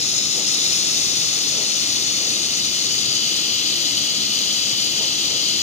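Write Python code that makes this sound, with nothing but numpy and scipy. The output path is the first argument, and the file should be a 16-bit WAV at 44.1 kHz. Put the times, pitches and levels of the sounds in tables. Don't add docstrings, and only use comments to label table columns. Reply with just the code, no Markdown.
import sys
import numpy as np
from scipy import signal
from scipy.fft import rfft, irfft
from scipy.io import wavfile
from scipy.ndimage import map_coordinates

SR = 44100
rng = np.random.default_rng(int(sys.argv[2]) if len(sys.argv) > 2 else 0)


def digitize_waveform(pressure):
    field = np.atleast_2d(pressure).T
    bounded = np.clip(field, -1, 1)
    quanta = np.round(bounded * 32767).astype(np.int16)
    wavfile.write(sys.argv[1], SR, quanta)


N = 247842
TIME = np.arange(N) / SR
HZ = np.maximum(np.arange(N // 2 + 1) * SR / N, 1e-3)


def from_db(db):
    return 10 ** (np.asarray(db) / 20)


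def bell(x, centre, spread):
    return np.exp(-0.5 * ((x - centre) / spread) ** 2)


def in_time(rows):
    seconds, *columns = np.transpose(rows)
    return [np.interp(TIME, seconds, column) for column in columns]


def over_hz(rows):
    hz, *columns = np.transpose(rows)
    return np.array([np.interp(np.log(HZ), np.log(hz), column) for column in columns])


def drift(rate_hz):
    spectrum = rfft(rng.standard_normal(N)) / (1 + (HZ / rate_hz) ** 2)
    slow = irfft(spectrum, N)
    return slow / slow.std()


def turbulence(spectrum, shared):
    common, *own = rfft(rng.standard_normal((3, N)))
    share, lead_rad = over_hz(shared)
    share = np.clip(share, 0, 1)
    direct = common * np.exp(-1j * lead_rad * np.array([[0], [1]]))
    scattered = np.array(own)
    heard = np.sqrt(share) * direct + np.sqrt(1 - share) * scattered
    return irfft(heard * from_db(over_hz(spectrum)) * np.sqrt(SR / 2), N)


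def resonate(x, hz, width_hz, boost_db):
    r = np.exp(-np.pi * width_hz / SR)
    turn = np.exp(2j * np.pi * np.cumsum(hz * np.ones(N)) / SR)
    memory = signal.lfilter([1 - r], [1, -r], x * turn.conj())
    ringing = 2 * (turn * memory).real
    return x + (from_db(boost_db) - 1) * ringing


def shelf(x, corner_hz, boost_db):
    top = irfft(rfft(x) * (1 - 1 / (1 + (HZ / corner_hz) ** 8)), N)
    return x + (from_db(boost_db) - 1) * top


def rumble():
    # (frequency [Hz], level [dB per Hz])
    low_spectrum = [(20, -82), (42, -82.5), (75, -73), (110, -67), (180, -67.5), (300, -66.5), (450, -68),
                    (650, -77.5), (900, -76.5), (1500, -108)]
    # (frequency [Hz], share of power [0-1], left lead [rad])
    low_shared = [(25, .75, 0), (60, 0.98, 0.035), (130, .985, 0), (390, 0.96, 0.17), (690, 0.75, 0.48)]
    # (centre [Hz], width [Hz], boost [dB])
    room_modes = [(118, 18, 3.5), (155, 20, 3), (210, 14, 8), (296, 18, 6.5), (344, 7, 7), (537, 12, 4),
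                  (640, 14, 6)]
    # (time of peak [s], spread either way [s], height [dB])
    swells = [(0.389, 0.036, 8.5), (.69, 0.054, 3), (1.15, 0.17, 2.5), (1.6, 0.051, 9), (2.25, 0.054, 6),
              (3.48, 0.034, 2.5), (5.03, 0.044, 8.5), (5.32, 0.046, 7.5)]

    low = turbulence(low_spectrum, low_shared)
    for hz, width_hz, boost_db in room_modes:
        low = resonate(low, hz, width_hz, boost_db)
    swell_db = sum(height_db * bell(TIME, at_s, spread_s) for at_s, spread_s, height_db in swells)
    return shelf(low, corner_hz=442, boost_db=swell_db)


def air_jet():
    # (frequency [Hz], left level [dB per Hz], right level [dB per Hz])
    jet_spectrum = [(300, -87, -87), (646, -71.5, -70), (990, -75.5, -75.0), (1710, -73.5, -71),
                    (2450, -68.5, -64), (3175, -63, -63.5), (4180, -56, -57), (5600, -57, -61.5),
                    (6560, -55, -68), (8150, -69, -83), (9340, -67, -88), (10970, -69, -85.5),
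                    (13600, -81, -107.8), (14860, -69.5, -90)]
    # (frequency [Hz], share of power [0-1], left lead [rad])
    direct_path = [(500, 0.13, -0.51), (920, 0.75, 0.79), (1254, 0.62, -1.05), (1980, 0.81, 0.39),
                   (2350, 0.87, 0.23), (2900, 0.8, 0.4), (3730, 1, 0.53), (4780, 0.42, -0.077),
                   (6600, 0.7, -0.2), (8200, 0.35, -0.72), (12000, 0.16, -0.02)]
    # (centre [Hz], width [Hz], left boost [dB], right boost [dB])
    gun_modes = [(1254, 195, 5, 4.5), (2146, 400, 5, -2.5), (2485, 270, -1, 3)]
    # (centre [Hz], width [Hz], best place [share of travel], left boost [dB], right boost [dB])
    gap_modes = [(2953, 130, 0.81, 5.5, 11), (3230, 274, 1.03, 8.5, 8), (3590, 210, 0.36, 3.5, 6),
                 (3760, 75, 0.78, 4.5, 7.5), (3970, 270, 0, -1, 8), (3930, 220, 1.02, 4.5, -10),
                 (4255, 150, 0.42, 3.5, -4), (4270, 100, 0.9, 3.5, 2.5), (4755, 146, 0.81, 10, 3.5),
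                 (5230, 82, .22, 9.5, -1), (5350, 230, 0, 6, 9.1), (6100, 700, 0.45, 3, 3),
                 (6635, 100, 0.74, 7.5, 7), (6840, 430, 0.03, 9, 7)]
    # (time [s], level [dB])
    flow = [(0, -0.7), (.25, -0.9), (.65, 1), (2.1, 0.54), (3.1, -0.22), (4.4, -0.05), (5.62, -0.1)]
    # (time [s], place [share of travel])
    travel = [(0, 0.14), (1, 0.35), (2, 0.54), (2.8, 0.64), (3.6, 0.96), (5.62, 0.91)]
    reach = 0.23
    left_lead_s = 0.00032

    (hiss_db,), (place,) = in_time(flow), in_time(travel)
    air = turbulence(jet_spectrum, direct_path)
    for hz, width_hz, left_db, right_db in gun_modes:
        air = resonate(air, hz, width_hz, np.array([[left_db], [right_db]]))
    for hz, width_hz, best_place, left_db, right_db in gap_modes:
        boost_db = bell(place, best_place, reach) * np.array([[left_db], [right_db]])
        tremor_db = 0.57 * drift(rate_hz=22)
        air = resonate(air, hz, width_hz, boost_db + tremor_db)
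    air = resonate(air, hz=12410 - 1640 * place, width_hz=2300, boost_db=-11)
    air = shelf(air, corner_hz=7800, boost_db=0.26 * drift(rate_hz=1))
    air = resonate(air, hz=8800, width_hz=3700, boost_db=0.75 * drift(rate_hz=29))
    air = shelf(air, corner_hz=11500, boost_db=0.78 * drift(rate_hz=18))
    left, right = air * from_db(hiss_db + 0.12 * drift(rate_hz=43))
    late_right = map_coordinates(right, [(TIME - left_lead_s) * SR], order=5, mode="mirror")
    return np.array([left, late_right])


def scene():
    return air_jet() + rumble()


def record(dry):
    cutoff_hz = 15480
    low_pass = signal.ellip(14, 0.1, 90, cutoff_hz, fs=SR, output="sos")
    return signal.sosfilt(low_pass, dry)


dry = scene()
out = record(dry)
digitize_waveform(out)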